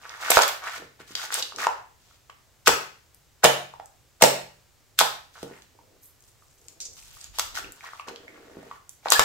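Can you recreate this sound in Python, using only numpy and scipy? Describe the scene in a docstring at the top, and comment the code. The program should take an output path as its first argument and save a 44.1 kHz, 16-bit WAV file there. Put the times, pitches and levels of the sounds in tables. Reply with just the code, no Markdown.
"""Tiny bubbles crackle over a faint hiss as two hands squeeze, poke and stretch wet slime on a table.
Trapped air tears through the skin with a snap, and each opened pocket rings briefly as a damped
cavity resonator. Pushes thud, short hisses escape and the stretched skin sizzles. A small bare room
reverberates after every pop, and the loudest ones overload the close stereo microphone."""
import sys
import numpy as np
from scipy import signal
from scipy.fft import rfft, irfft, next_fast_len
from scipy.io import wavfile
from scipy.ndimage import uniform_filter1d

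SR = 44100
rng = np.random.default_rng(int(sys.argv[2]) if len(sys.argv) > 2 else 0)


def wrap_up_sound(samples):
    """Save the sound to the file named by the first command line argument, as 16-bit audio."""
    columns = np.atleast_2d(samples).T
    # keep every value between -1 and 1, then stretch to whole-number steps
    tamed = np.clip(columns, -1, 1)
    steps = np.round(tamed * 32767).astype(np.int16)
    wavfile.write(sys.argv[1], SR, steps)


N = 407484

def undb(db):
    """Amplitude ratio of a level in decibels."""
    return 10 ** (np.asarray(db) / 20)

def seconds(length):
    """Uniformly sampled time axis."""
    return np.arange(int(length * SR)) / SR

def unit(x):
    """Normalisation to rms 1."""
    return x / np.sqrt(np.mean(x ** 2) + 1e-18)

def colour(x, curve):
    """Zero-phase filtering by (f/Hz, gain/dB) points on a log-frequency axis."""
    size = next_fast_len(x.shape[-1] + 2048)
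    hz, db = np.transpose(curve)
    gain = undb(np.interp(np.log(np.fft.rfftfreq(size, 1 / SR) + 1), np.log(hz), db))
    return irfft(rfft(x, size) * gain, size)[..., :x.shape[-1]]

def band(x, hz, width):
    """Two-pole resonance with Q = 1 / width."""
    w = 2 * np.pi * min(hz / SR, .45)
    a = np.sin(w) * width / 2
    return signal.lfilter([a, 0, -a], [1 + a, -2 * np.cos(w), 1 - a], x)

def add(out, s, sound, side, port_lag_ms=.13, pan_db=3.5):
    """Path difference: a sound off centre reaches one microphone port earlier and louder."""
    for port, sign in enumerate((1, -1)):
        start = max(int((s - sign * side * port_lag_ms / 2000) * SR), 0)
        part = (sound[port] if sound.ndim == 2 else sound)[:max(N - start, 0)]
        out[port, start:start + len(part)] += part * undb(sign * side * pan_db / 2)

def effort(pushes, build_db=4, relax_s=.0059):
    """Power summation of envelopes: each push takes hold, builds to its level and relaxes."""
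    t, power = np.arange(N) / SR, np.zeros(N)
    for s, length, db in pushes:
        near = slice(max(int((s - .2) * SR), 0), int((s + length + .4) * SR))
        age = t[near] - s
        grip_s = .0022 + .067 * length
        build = undb(db - build_db * (1 - np.clip(age / length, 0, 1)))
        edges = np.exp(np.minimum(age, 0) / grip_s - np.maximum(age - length, 0) / relax_s)
        power[near] += (build * edges) ** 2
    return np.sqrt(power)

# Noise spectrum of the quiet room: f/Hz, relative density level/dB
AIR_SPECTRUM = [(25, -9), (70, 0), (115, -0.5), (190, -14), (400, -13), (1000, -16.5), (3000, -20),
                (7500, -20), (10000, -27.5), (13000, -26)]
def still_air():
    """Ambient noise: faint rumble and hiss, partly coherent between the ports."""
    noise = rng.standard_normal((3, N))
    return unit(colour(noise[0] + noise[1:], AIR_SPECTRUM)) * undb(-61)

def bubbles(per_s, hz, octaves, cycles, scatter_db):
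    """Shot noise: random bursts excite seven resonances, and the swarm's level is partly evened out."""
    out = np.zeros((2, N))
    for step in np.linspace(-1, 1, 7):
        when, strength, polarity, place = rng.random((5000, 4))[:int(per_s * N / SR / 7)].T
        size = undb(-scatter_db * np.log(.02 + strength)) * np.sign(polarity - .5)
        start = (when * (N - 16)).astype(int) + 8
        lag = (place * 9).astype(int) - 4
        bursts = np.array([np.bincount(start + sign * lag, size, N) for sign in (1, -1)])
        pitch = hz * 2 ** (step * octaves)
        out += band(bursts, pitch, 1 / (np.pi * cycles)) * np.exp(-step ** 2) / np.sqrt(pitch)
    power = uniform_filter1d(np.mean(out ** 2, axis=0), size=1500)
    return .45 * out / np.sqrt(power + .44 * power.mean())

# Squeezes and pulls of the lump: t/s, duration/s, squelch level/dB, fizz level/dB
KNEADS = [(0.02, 0.18, -42, -45.5), (0.211, 0.087, -29, -30.5), (0.303, 0.015, -12.5, -12),
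          (0.334, 0.046, -17, -14.5), (0.411, 0.024, -19, -15), (0.469, 0.024, -20, -23),
          (0.637, 0.061, -27.5, -35.5), (0.713, 0.066, -32, -35), (0.995, 0.021, -40.5, -45),
          (1.077, 0.058, -46.5, -41.5), (1.169, 0.088, -31.5, -30.5), (1.32, 0.034, -28.5, -23.5),
          (1.35, 0.053, -31, -24.5), (1.586, 0.063, -24, -28), (2.0, 0.16, -65.5, -56),
          (2.664, 0.013, -22.5, -15.5), (3.437, 0.015, -10, -17), (4.215, 0.03, -20.5, -20.5),
          (4.991, 0.02, -14.5, -11), (5.341, 0.11, -53, -46), (5.468, 0.12, -45.5, -58),
          (6.966, 0.028, -53, -42), (7.03, 0.24, -55, -48), (7.339, 0.048, -46, -39.5),
          (7.55, 0.04, -30.5, -26.5), (7.76, 0.253, -49.5, -49), (7.832, 0.04, -39.5, -42.5),
          (8.075, 0.02, -31.5, -40.5), (8.217, 0.548, -50, -56.5), (9.052, 0.1, -31, -39.5),
          (9.115, 0.026, -25, -12.5), (9.184, 0.04, -28, -23)]
def crackle():
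    """Impulse excitation: kneading bursts mid-sized bubbles (squelch) and fine sticky threads (fizz)."""
    s, length, squelch_db, fizz_db = np.transpose(KNEADS)
    squelch = bubbles(per_s=600, hz=1450, octaves=1, cycles=1.5, scatter_db=3.5)
    squelch = colour(squelch, [(200, -20.5), (550, 3), (1100, -3.5), (2500, -2), (8000, -4.5)])
    fizz = bubbles(per_s=2000, hz=5800, octaves=.97, cycles=.7, scatter_db=-1)
    fizz = colour(fizz, [(1000, -3.5), (3000, 3.5), (8000, -1), (12000, 2)])
    return squelch * effort(zip(s, length, squelch_db)) + fizz * effort(zip(s, length, fizz_db))

def cavity(hz, cycles, glide=.12, opening=.04):
    """Damped resonance: a pocket rises in pitch as its mouth widens; longer rings open more gently."""
    periods = seconds(6 * cycles / hz) * hz
    phase = periods * (1 + glide * (.5 - np.exp(-periods / cycles / 2)))
    envelope = np.exp(-periods / cycles) * (1 - np.exp(-periods / (opening * cycles ** 2)))
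    return np.sin(2 * np.pi * phase) * envelope / envelope.max()

# Bass loss of a small source: f/Hz, gain/dB
BASS_LOSS = [(90, -25.5), (250, -9.5), (480, -1.5)]
def radiate(x):
    """Radiation efficiency: a source much smaller than the wavelength gives off little sound."""
    return colour(x, BASS_LOSS)

# Air forced through a fold: t/s, duration/s, level/dB, median f/Hz
BUBBLE_STRINGS = [(0.026, 0.049, -48, 1360), (0.083, 0.085, -46, 1530), (.19, .12, -37.5, 1610),
                  (.61, .04, -37.5, 1590), (0.641, 0.075, -42.5, 1550), (1.365, .05, -41.5, 577),
                  (1.585, 0.091, -38, 1400), (5.344, 0.054, -50.5, 1110), (7.845, .05, -46.5, 1940),
                  (8.336, 0.045, -56, 2190)]
def gurgles(per_s=220, spread_octaves=.32, scatter_db=3.5):
    """Cavity resonance in series: like-sized bubbles follow unevenly in a string that swells and fades."""
    out = np.zeros((2, N))
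    for s, length, db, hz in BUBBLE_STRINGS:
        count = int(length * per_s)
        side = rng.uniform(-1, 1)
        for k, (late, pitch, size) in enumerate(rng.standard_normal((64, 3))[:count]):
            progress = np.clip((k + .5 + late / 2) / count, 0, 1)
            bubble = cavity(hz * 2 ** (spread_octaves * pitch), cycles=.8)
            bubble /= np.sqrt(np.sum(bubble ** 2) * per_s / SR)
            gain = np.sin(np.pi * progress) * undb(db + scatter_db * size)
            add(out, s + progress * length, bubble * gain, side)
    return radiate(out)

def noise_bursts(events, width):
    """Transient noise: each band-limited burst swells and dies, partly coherent between the ports."""
    out, t = np.zeros((2, N)), seconds(.15)
    for s, db, hz, ms in events:
        noise = rng.standard_normal((3, len(t)))
        age = t / (ms / 3000)  # the swell peaks a third of the way through
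        swell = age * np.exp(1 - age)
        burst = (noise[0] + .83 * noise[1:]) * swell
        spit = unit(band(band(burst, hz, width), hz, width))
        add(out, s, spit * np.sqrt(np.mean(swell ** 2)) * undb(db - 2), rng.uniform(-1, 1))
    return out

# Sticky threads breaking: t/s, level/dB, centre f/Hz
THREAD_BREAKS = [(.094, -30.5, 4540), (0.305, -1.5, 10900), (0.4202, -9.5, 5800), (.479, -16.5, 11000),
                 (1.342, -11, 9500), (1.561, -26.5, 5670), (2.299, -40, 3000), (2.6626, -21, 5000),
                 (3.146, -40.5, 10950), (3.858, -38, 9300), (5.6212, -42, 4970), (6.6836, -32, 6300),
                 (6.8035, -27.5, 5480), (7.212, -33.5, 6000), (7.2426, -29.5, 6300), (7.554, -31, 4470),
                 (7.721, -32, 9860), (8.085, -30, 4100), (8.1598, -32.5, 3600), (8.893, -29, 8960),
                 (9.0845, -22.5, 3970), (9.1028, -7.5, 8600)]
def ticks(ms=1.5):
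    """Sudden release of tension: a thread snaps off the skin with a brief burst of noise."""
    return noise_bursts([(s, db, hz, ms) for s, db, hz in THREAD_BREAKS], width=.91)

# Small bubbles that open without a snap: t/s, level/dB, f/Hz, relative ring length
SMALL_POCKETS = [(0.2604, -22, 1390, 2.7), (0.2838, -20, 1400, 3.3), (0.67, -22.5, 1270, 2.8),
                 (0.743, -32.5, 1480, 6.7), (1.238, -28, 850, 2.9), (1.305, -21.5, 1440, 1.8),
                 (1.5224, -27.5, 1130, 1.5), (1.648, -20, 1200, 3.5), (2.111, -47.5, 1290, 2.6),
                 (2.2974, -33.5, 1090, 1.98), (3.7385, -29, 901, 2.2), (3.7985, -25.5, 764, 2.7),
                 (4.2113, -18.5, 661, 3.4), (5.789, -44.5, 905, 4.4), (6.423, -48.5, 1176, 3),
                 (7.027, -45, 2547, 4), (7.169, -44, 1164, 3.1), (7.5738, -21.5, 1385, 3.7),
                 (7.645, -29.5, 2660, 5), (7.808, -34, 2260, 3.6), (7.8412, -32, 1060, 5),
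                 (7.934, -28, 1170, 2.3), (7.997, -27, 1120, 3.8), (7.997, -28, 2590, 3.8),
                 (8.081, -28.5, 1020, 2.7), (8.28, -34, 2090, 5), (8.7125, -27.5, 1080, 3.7),
                 (9.153, -19.5, 1681, 28)]
# Large pockets that burst: t/s, ring level/dB, f/Hz, relative ring length, snap level/dB
LARGE_POCKETS = [(.303, -4.5, 555, 1.1, -14), (0.3702, 5.5, 1250, 1.5, -17.5),
                 (.372, 0.5, 637.5, 1.8, -20.5), (.39, 0.5, 1010, 1.1, -19), (1.152, -18, 1885, .6, -26.5),
                 (1.324, -14.5, 1830, .9, -27.5), (1.6681, -3.5, 926, 2.4, -29.5),
                 (2.673, 3.5, 1366, 1.3, -7), (2.6776, -0.5, 1158, .9, -4), (2.68, -0.5, 475, 1.3, -15),
                 (2.691, -3.5, 881, 1.8, -32), (3.4378, -1.5, 750, 1.6, -22), (3.442, 1.5, 1200, 1.1, -4),
                 (3.446, -2.5, 792, 1.28, -10), (3.4489, 5.5, 610, 1.3, -8.5),
                 (3.4573, 5, 680, 0.88, -13.5), (4.2214, 0, 876, 2.2, 0.5), (4.2257, 4, 550, 1.2, -5.5),
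                 (4.2376, 6.5, 570, 1.5, -4.5), (4.9891, -14.5, 1958, 1, -6), (5.012, 2, 849, 1.02, -15.5),
                 (5.429, -22, 483, .9, -33.5), (7.3855, -18, 964, 1.8, -17.5),
                 (7.395, -11.5, 1206, 1.1, -13), (9.058, -11, 766, 1.7, -53.5), (9.0694, -13, 1000, 1, -50),
                 (9.1207, 5, 1050, .6, -2.5), (9.1938, 8, 1100, .54, -6)]
def pops(flutter=.2, ring_lag_s=.0007):
    """Cavity resonance: each pocket rings at its own pitch, amplitude-modulated by its wet rim."""
    out = np.zeros((2, N))
    # the skin tears first, then the large pocket rings
    pockets = [(s + ring_lag_s, db, hz, length) for s, db, hz, length, _ in LARGE_POCKETS]
    pockets += SMALL_POCKETS
    for (s, db, hz, length), side in zip(pockets, rng.uniform(-1, 1, len(pockets))):
        ring = cavity(hz, cycles=max(.73 * length, .5))
        rim = unit(band(rng.standard_normal(SR // 10), hz / 2, 2.3))[:len(ring)]
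        add(out, s, undb(db - 1.5) * ring[:len(rim)] * (1 + flutter * rim), side, port_lag_ms=.18)
    return radiate(out)

def snaps(hz=5600, ms=2.6):
    """Membrane rupture: the skin over each large pocket tears and a turbulent jet of air escapes."""
    return noise_bursts([(s, db, hz, ms) for s, *_, db in LARGE_POCKETS], width=2.5)

# Air pushed at the microphone: t/s, duration/s, level/dB
DRAUGHTS = [(.368, 0.0088, -37), (2.69, .05, -43.5), (6.87, 0.3, -58.5), (7.28, 0.426, -51.5),
            (9.19, 0.0093, -33)]
def wafts(hz=47, width=1.2):
    """Air displacement: the moving hands and the sagging sheet of slime make a low rumble."""
    noise = rng.standard_normal((2, N))
    return unit(band(band(noise, hz, width), hz, width)) * effort(DRAUGHTS)

# Palms rubbing and patting the lump: t/s, duration/s, level/dB
PALM_STROKES = [(.77, 0.074, -43.5), (1.15, 0.31, -55), (1.54, 0.063, -39), (5.43, 0.084, -39),
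                (5.72, 0.25, -56.5), (6.6, 0.34, -58), (7.54, 0.153, -48), (8.075, 0.065, -37),
                (8.2, 0.48, -45)]
def patter():
    """Shot noise: the palms excite low, quickly damped resonances in a dull patter."""
    swarm = bubbles(per_s=480, hz=370, octaves=.75, cycles=1.83, scatter_db=6)
    return colour(swarm, [(700, 4), (3000, -13.5)]) * effort(PALM_STROKES)

# Fingers pushing the lump against table or palm: t/s, level/dB, f/Hz
POKES = [(0.822, -24.5, 408), (1.003, -29, 370), (1.107, -30.5, 280), (2.68, -9.5, 380), (3.445, -9, 150),
         (3.451, -10, 330), (4.225, -5, 205), (5.013, -23, 250), (5.431, -16, 296), (7.645, -28.5, 332),
         (8.084, -26, 427), (8.57, -21.5, 282), (9.195, -22.5, 150)]
def thuds():
    """Heavy damping: the soft lump absorbs each push within about a cycle."""
    out = np.zeros((2, N))
    for s, db, hz in POKES:
        add(out, s, undb(db) * cavity(hz, cycles), side=0) if (cycles := .59) else None
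    return colour(out, [(40, -8.5), (140, -2)])

# Short hisses and one patch of high crackle: t/s, level/dB, centre f/Hz, duration/ms
HISS_BURSTS = [(1.153, -18, 4240, 2.5), (1.424, -20.5, 4300, 6.4), (2.666, -21, 2780, 26),
               (3.441, -16.5, 3080, 24), (4.2125, -38, 2380, 17), (4.9902, -5.5, 3280, 1.07),
               (6.02, -50, 11400, 66), (6.801, -35.5, 6060, 41), (6.85, -35, 6260, 18),
               (7.389, -27.5, 5360, 15)]
def hisses():
    """Narrow-band noise: short hisses and a patch of fine, high crackle."""
    return noise_bursts(HISS_BURSTS, width=.6)

# The lump drawn out into a sheet: t/s, duration/s, level/dB
PULLS = [(5.35, 0.29, -59), (6.02, 0.041, -54.5), (6.2, 0.11, -54.5), (6.4, 0.34, -59), (6.93, 0.32, -48),
         (8.5, 0.28, -67)]
def sizzle():
    """Tensile rupture: hundreds of hair-thin threads a second part on the stretched skin."""
    threads = bubbles(per_s=420, hz=6500, octaves=1.1, cycles=1.1, scatter_db=4)
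    return colour(threads, [(1500, -3.5), (4000, -5.5), (7500, 6.5), (12000, 6.5)]) * effort(PULLS)

# Reverberation by band: f/Hz, T60/s, level/dB
DECAY_BANDS = [(100, 0.28, -1), (260, 0.4, -1.5), (600, 0.4, -0.5), (1000, .39, 0.2), (1840, 0.43, 0.5),
               (4750, 0.42, -2), (8000, .35, -2.5), (14000, 0.36, -1.5)]
def reflections(t, first_s=.00016, build_s=.0012):
    """Diffuse field: dense reflections build up, then decay exponentially at each band's own rate."""
    hz = np.fft.rfftfreq(len(t), 1 / SR)
    mid, side = rfft(rng.standard_normal((2, len(t))))
    apart = np.minimum(hz / 700, 1)  # long waves reach both ports alike
    field = (mid + np.array([[1], [-1]]) * apart * side) / np.sqrt(1 + apart ** 2)
    centres = np.transpose(DECAY_BANDS)[0]
    tail = np.zeros((2, len(t)))
    for selector, (_, t60, db) in zip(np.eye(len(centres)), DECAY_BANDS):
        weight = np.interp(np.log(hz + 1), np.log(centres), selector)
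        tail += irfft(field * weight, len(t)) * undb(db - 60 * t / t60)
    tail *= 1 - np.exp(-np.maximum(t - first_s, 0) / build_s)
    return unit(tail) / np.sqrt(len(t))

# Standing waves between the walls: f/Hz, T60/s, level/dB
STANDING_WAVES = [(137.5, 0.57, 0), (183.5, 0.53, -6.5), (274, 0.33, -2.5), (394.6, 0.21, -6),
                  (467.6, 0.26, -3), (540, 0.28, -2.5), (630, 0.24, -6.5), (894, 0.26, -11)]
def room(x):
    """Convolution with the room's impulse response: a diffuse tail over a few normal modes."""
    t = seconds(.8)
    tail = reflections(t)
    phases = rng.uniform(0, 2 * np.pi, (len(STANDING_WAVES), 1, 1))
    phases = phases + .5 * rng.standard_normal((len(STANDING_WAVES), 2, 1))  # offset at each port
    modes = sum(undb(db - 60 * t / t60) * np.sin(2 * np.pi * hz * t + phase)
                for (hz, t60, db), phase in zip(STANDING_WAVES, phases))
    response = undb(-3.5) * tail + undb(-4) * modes * 200 / SR
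    return signal.fftconvolve(x, response, axes=1)[:, :N]

# Frequency response of the microphone: f/Hz, gain/dB
MIC_RESPONSE = [(30, -7), (150, -9), (1500, 4.5), (5000, 0), (7600, 2), (8800, -2), (10500, -5),
                (12500, 0.5), (15500, 0)]
def scene():
    """Superposition: direct and reverberant sound, coloured by the microphone, over the air's noise."""
    slime = pops() + snaps() + ticks() + hisses() + thuds() + crackle() + patter() + gurgles() + sizzle()
    return colour(slime + room(slime), MIC_RESPONSE) + still_air() + wafts()

def record(dry, top_hz=15750):
    """Saturation and band limiting: the loudest pops flatten against full scale; the top is cut."""
    limited = dry / (1 + dry ** 6) ** (1 / 6)
    return signal.sosfilt(signal.ellip(10, .1, 60, top_hz, fs=SR, output="sos"), limited)

dry = scene()
out = record(dry)
wrap_up_sound(out)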